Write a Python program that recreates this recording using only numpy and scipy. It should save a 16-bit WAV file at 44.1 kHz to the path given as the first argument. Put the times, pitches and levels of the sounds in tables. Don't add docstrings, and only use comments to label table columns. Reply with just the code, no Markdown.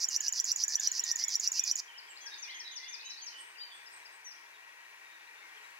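import sys
import numpy as np
from scipy import signal
from scipy.fft import rfft, irfft
from scipy.io import wavfile
from scipy.ndimage import uniform_filter1d

SR = 44100
rng = np.random.default_rng(int(sys.argv[2]) if len(sys.argv) > 2 else 0)


def file_out(sig):
    cols = np.atleast_2d(sig).T
    lim = np.clip(cols, -1, 1)
    pcm = np.round(lim * 32767).astype(np.int16)
    wavfile.write(sys.argv[1], SR, pcm)


N = 255339
FREQ = np.arange(N // 2 + 1) * SR / N


def undb(db):
    return 10 ** (np.asarray(db) / 20)


def along(points, hz):
    f, value = np.transpose(points)
    return np.interp(np.log(hz + 1), np.log(f), value)


def add(track, start, sound):
    i = int(round(start * SR))
    a, b = max(i, 0), min(i + len(sound), N)
    if b > a:
        track[a:b] += sound[a - i:b - i]


def walk(rate_hz, size):
    k = max(int(SR / rate_hz), 1)
    stream = np.random.default_rng(rng.integers(2 ** 31))
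    held = np.repeat(stream.standard_normal(size // k + 2), k)
    return 1.3 * uniform_filter1d(uniform_filter1d(held, k), k)[:size]


def pan(x, right_db, left_lag_s):
    left = irfft(rfft(x) * np.exp(-2j * np.pi * FREQ * left_lag_s), N)
    return np.array([left * undb(-right_db / 2), x * undb(right_db / 2)])


def scatter(x, t60, db, onset_s):
    t = np.arange(SR) / SR
    build_up = 1 - np.exp(-(t / onset_s) ** 2)
    echoes = rng.standard_normal((2, SR)) * undb(-60 * t / t60) * build_up
    echoes /= np.sqrt(np.sum(echoes ** 2, axis=1, keepdims=True))
    return undb(db) * signal.fftconvolve(np.broadcast_to(x, (2, N)), echoes, axes=1)[:, :N]


def glide(length, start_hz, middle_hz, end_hz):
    u = np.linspace(0, 1, max(int(length * SR), 8))
    return u, np.polyval(np.polyfit([0, .5, 1], [start_hz, middle_hz, end_hz], 2), u)


def bent(notes, arch):
    return [(s, length, a, (a + b) / 2 * (1 + arch), b, db) for s, length, a, b, db in notes]


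def pip(length, hz, fall, peak_at, roundness, octave_db, rasp, scoop=0.):
    u, pitch = glide(length, hz * (1 + fall), hz, hz * (1 - fall))
    pitch *= 1 + scoop * np.exp(-u / .09)
    swell = np.abs(np.sin(np.pi * np.interp(u, [0, peak_at, 1], [0, .5, 1]))) ** roundness
    phase = 2 * np.pi * (np.cumsum(pitch) / SR + rng.random())
    flutter = 1 + rasp * walk(1500, len(u))
    return swell * flutter * (np.sin(phase) + undb(octave_db) * np.sin(2 * phase))


def buzz(first_s, last_s, level_db, start_hz=6370, end_hz=5420, step_s=.00396, song_end_s=1.803):
    train = np.zeros(N)
    steps = np.linspace(0, 1, int(round((last_s - first_s) / step_s)) + 1)
    times = first_s + (last_s - first_s) * (steps - .13 * steps * (1 - steps))
    for s, u, (late, sharp, loud) in zip(times, steps, rng.standard_normal((len(steps), 3))):
        if s > song_end_s:
            break
        to_go = (1 - u) ** 2
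        hz = (end_hz + (start_hz - end_hz) * to_go) * (1 + .035 * sharp)
        db = level_db - 13 * to_go + 8.5 * (u == 0) + 1.8 * loud
        chirp = pip(.0016, hz, fall=.32, peak_at=.54, roundness=1.5, octave_db=-31, rasp=.16)
        add(train, s + .00014 * late - len(chirp) / SR / 2, undb(db) * chirp)
    return train


def warbler(throat_cut_hz=4050, hiss_db=-32.5):
    # start in seconds, level in dB, pitch in Hz.
    syllables = [(0.0419, -18.5, 5600), (0.161, -18, 5780), (0.2805, -19.5, 5770), (0.3983, -18.5, 5730),
                 (0.5157, -17.5, 5700), (0.636, -18, 5790), (0.7534, -18.5, 5830), (0.872, -17, 5770),
                 (0.9937, -20, 5610), (1.1136, -18.5, 5700), (1.2374, -19.5, 5610), (1.3535, -17.5, 5650),
                 (1.474, -17.5, 5660), (1.5934, -17, 5740), (1.7118, -17.5, 5730)]
    song = np.zeros(N)
    times, levels, _ = np.transpose(syllables)
    period = np.mean(np.diff(times))
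    beats = np.r_[times[0] - period, times, times[-1] + period]
    efforts_db = .76 * np.r_[levels - np.mean(levels), 0]
    for beat, next_beat, effort_db in zip(beats, beats[1:], efforts_db):
        high = pip(.0056, 6790, fall=.03, peak_at=.52, roundness=.9, octave_db=-22, rasp=.02)
        add(song, beat + .0434, undb(-22) * high)
        song += buzz(beat + .0548, next_beat - .0046, level_db=effort_db - 21)
    for s, db, hz in syllables:
        loud = pip(.0056, hz, fall=.025, peak_at=.38, roundness=.65, octave_db=-26, rasp=.04, scoop=.14)
        soft = pip(.0062, 7060, fall=.02, peak_at=.35, roundness=1.1, octave_db=-25, rasp=.2)
        linger = pip(.008, .98 * hz, fall=.02, peak_at=.3, roundness=.8, octave_db=-28, rasp=.3)
        add(song, s, undb(db + 1) * loud)
        add(song, s + len(loud) / SR / 2, undb(db - 18) * linger)
        add(song, s + .0072, undb(-27.5) * soft)
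    hiss = signal.sosfilt(signal.butter(2, 12000, "high", fs=SR, output="sos"), rng.standard_normal(N))
    envelope = np.abs(uniform_filter1d(np.abs(song), size=20))
    song += undb(hiss_db) * hiss * np.sqrt(envelope)
    return signal.sosfilt(signal.butter(10, throat_cut_hz, "high", fs=SR, output="sos"), song)


def reeds(song, leaf_db=-12, leaf_lag_s=.00086):
    leaf_echo = undb(leaf_db) * np.pad(song, (int(leaf_lag_s * SR), 0))[:N]
    near = pan((song + leaf_echo) / (1 + undb(leaf_db)), right_db=3.5, left_lag_s=6e-6)
    stems = scatter(near, t60=.04, db=-8, onset_s=.001)
    reed_bed = scatter(near, t60=.36, db=-16, onset_s=.004)
    return near + stems + reed_bed


def air(level_db=-54, low_cut_hz=295, bass_db=-29, swell_db=1.0):
    # frequency in Hz, relative density in dB.
    spectrum = [(300, -25), (520, -18.5), (700, -14), (900, -5.5), (1250, -9), (1600, -2.5), (2300, -3.5),
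                (2750, -4), (3100, -12.5), (4200, -13), (7000, -19), (15000, -26.5)]
    # centre in Hz, width in Hz, height in dB.
    humps = [(334.4, 15, 14.5), (429, 44, 9.5), (937.4, 40, 6.5), (1072, 71, 5), (1923, 24, 5),
             (1886, 84, 6.5), (2337, 160, 5), (3480, 830, -1), (6100, 310, 3), (11040, 670, 2.5)]
    # frequency in Hz, left minus right in dB,
    # coherence from 0 to 1, left lag in radians.
    stereo_image = [(120, -1, 0.37, 0), (320, -2, 0.96, 0.5), (620, -5.5, .72, 0.22),
                    (1046, 2.5, 0.75, 1.5), (1520, 7, 0.63, 2), (2840, 4.5, 0.89, 2), (3480, -1.5, .3, 1.5),
                    (4600, 1, 0.74, 2), (6100, 7, 0.2, 3), (7300, -0.5, 0.06, 3.5), (14000, 1, 0.4, 5)]
    db = along(spectrum, FREQ)
    db += sum(height * np.exp(-2 * ((FREQ - hz) / width) ** 2) for hz, width, height in humps)
    bass = undb(bass_db) / (1 + (FREQ / 400) ** 2)
    shape = undb(db) / np.sqrt(1 + (low_cut_hz / (FREQ + 1)) ** 36) + bass
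    shape *= undb(level_db) / np.sqrt(np.mean(shape ** 2))
    shared, own = rfft(rng.standard_normal((2, N)) * undb(swell_db * walk(4.854, N)))
    hz, *columns = np.transpose(stereo_image)
    lean_db, coherence, lag = (along(np.transpose([hz, column]), FREQ) for column in columns)
    left = (coherence * shared + np.sqrt(1 - coherence ** 2) * own) * np.exp(-1j * lag)
    return irfft(shape * np.array([left * undb(lean_db / 2), shared * undb(-lean_db / 2)]), N)


def whistles(notes, waver, flicker_db, roundness):
    track = np.zeros(N)
    for s, length, start_hz, middle_hz, end_hz, db in notes:
        u, hz = glide(length, start_hz, middle_hz, end_hz)
        phase = 2 * np.pi * np.cumsum(hz * (1 + waver * walk(264, len(u)))) / SR
        swell = np.abs(np.sin(np.pi * u)) ** roundness
        add(track, s, undb(db + flicker_db * walk(117, len(u))) * swell * np.sin(phase))
    return track


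def twitter(span_s, range_hz, note_s, db, count, sweep=.1406, spread_db=2):
    step = (span_s[1] - span_s[0]) / count
    notes = []
    for k, (when, length, pitch, slope, loud) in enumerate(rng.random((count, 5))):
        start = span_s[0] + (k + when) * step
        hz = np.interp(pitch, [0, 1], range_hz)
        rise = sweep * np.cos(np.pi * slope)
        level_db = db + spread_db * (2 * loud - 1)
        notes.append((start, note_s * (.5 + length), hz * (1 - rise), hz, hz * (1 + rise), level_db))
    return whistles(notes, waver=.012, flicker_db=1.5, roundness=.8)


def marsh_twitter():
    chirps = twitter(span_s=(0, 5.8), range_hz=(2396, 4000), note_s=.02, db=-65, count=120)
    ticks = twitter(span_s=(4.55, 4.98), range_hz=(2600, 3600), note_s=.016, db=-63, count=7)
    return chirps + ticks


def rambling_warble():
    # start and length in seconds, start and end in Hz, level in dB.
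    notes = [(.765, 0.058, 3010, 3960, -49), (.84, 0.075, 4030, 4270, -45),
             (.995, 0.061, 2900, 4000, -51.5), (1.21, 0.14, 3720, 3000, -52.5),
             (1.555, 0.094, 3050, 3480, -49.5), (2.3, 0.088, 3810, 3480, -46),
             (2.47, 0.059, 2630, 3540, -46), (2.515, 0.056, 3620, 2820, -45),
             (2.635, 0.084, 3850, 3850, -43.5), (2.712, 0.038, 3850, 2730, -46.5),
             (2.805, .17, 3370, 3650, -48.5), (3.045, 0.1072, 3790, 4090, -43),
             (3.16, 0.072, 4420, 4470, -46), (3.295, .15, 3094, 2954, -48), (3.59, .09, 3195, 2900, -53),
             (3.69, 0.094, 2940, 3680, -52), (5.075, .1, 3650, 3670, -59), (5.35, 0.062, 3630, 3560, -58)]
    clear = whistles(bent(notes, arch=.00793), waver=.013, flicker_db=2.6, roundness=.6)
    return clear + twitter(span_s=(0, 3.8), range_hz=(2705, 4000), note_s=.06, db=-49.5, count=34)


def fluted_song():
    # start and length in seconds, start and end pitch in Hz, level in dB.
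    notes = [(.14, .15, 1840, 1576, -55), (.63, .14, 1614, 1886, -53.5), (.76, 0.055, 1867, 1530, -49),
             (.98, 0.24, 1906, 1780, -49), (1.18, .11, 1966, 2276, -50), (1.57, 0.13, 2537, 2310, -50),
             (2.24, 0.099, 1590, 1736, -54), (2.43, 0.06, 2530, 2220, -50.5),
             (2.47, 0.095, 2094, 2050, -47), (2.59, 0.057, 2000, 1664, -50.5), (2.78, .11, 2006, 2104, -49),
             (2.87, 0.25, 2297, 2705, -52), (5.41, 0.097, 2174, 2020, -54)]
    return whistles(bent(notes, arch=.00793), waver=.018, flicker_db=2.6, roundness=.6)


def falling_calls():
    # start and length in seconds, start and end pitch in Hz, level in dB.
    calls = [(1.975, 0.03, 5620, 4300, -45.5), (3.57, 0.089, 4980, 4590, -42.5),
             (3.855, 0.031, 5770, 4800, -48.5), (4.05, .024, 5670, 4620, -52),
             (4.243, 0.0576, 6250, 5690, -45), (4.297, .036, 5960, 4750, -49),
             (5.565, 0.022, 3810, 2820, -53.5)]
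    return whistles(bent(calls, arch=-.02), waver=.009, flicker_db=2.4, roundness=.7)


def thin_calls(fall=.026):
    # start and length in seconds, pitch in Hz, level in dB.
    calls = [(2.084, 0.053, 7500, -54.5), (3.358, 0.11, 8170, -53.5), (3.716, 0.079, 8170, -58),
             (3.913, 0.074, 8040, -57), (4.11, 0.069, 8050, -61), (5.552, 0.18, 7380, -70)]
    drooping = [(s, length, hz * (1 + fall), hz * (1 - fall), db) for s, length, hz, db in calls]
    return whistles(bent(drooping, arch=.02), waver=.008, flicker_db=2.6, roundness=.7)


def repeated_phrase(first_beat_s=2.255, period_s=.1676, count=7, first_db=-48, later_db=-45):
    # offset from the beat and length in seconds, start, middle and end in Hz, relative dB.
    phrase = [(-.106, 0.046, 3500, 4210, 5260, -3.5), (-.082, 0.006, 4870, 4950, 4800, -1),
              (-.052, 0.045, 5700, 6376, 6440, -2), (-.004, 0.041, 6500, 5330, 3840, 5)]
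    notes = [(first_beat_s + k * period_s + offset, length, *pitches, db + (later_db if k else first_db))
             for k in range(count) for offset, length, *pitches, db in phrase]
    return whistles(notes, waver=.011, flicker_db=2.2, roundness=1.1)


def far_birds():
    phrase, thin, falling = repeated_phrase(), thin_calls(), falling_calls()
    fluted, warble, faint = fluted_song(), rambling_warble(), marsh_twitter()
    direct = (pan(phrase, right_db=-7, left_lag_s=97e-6)
              + pan(thin, right_db=4.5, left_lag_s=42e-6)
              + pan(falling, right_db=-5.5, left_lag_s=100e-6)
              + undb(-2) * pan(fluted, right_db=-6, left_lag_s=27e-6)
              + undb(-5) * pan(warble, right_db=5, left_lag_s=-44e-6)
              + faint)
    near_trees = scatter(phrase + thin + faint, t60=.45, db=-3, onset_s=.006)
    far_trees = scatter(falling + warble, t60=.55, db=-5, onset_s=.007)
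    farthest_trees = scatter(fluted, t60=.8, db=0, onset_s=.01)
    return direct + near_trees + far_trees + farthest_trees


def scene():
    return reeds(warbler()) + far_birds() + air()


def record(dry):
    return signal.sosfilt(signal.ellip(10, .2, 70, 15800, fs=SR, output="sos"), dry)


dry = scene()
out = record(dry)
file_out(out)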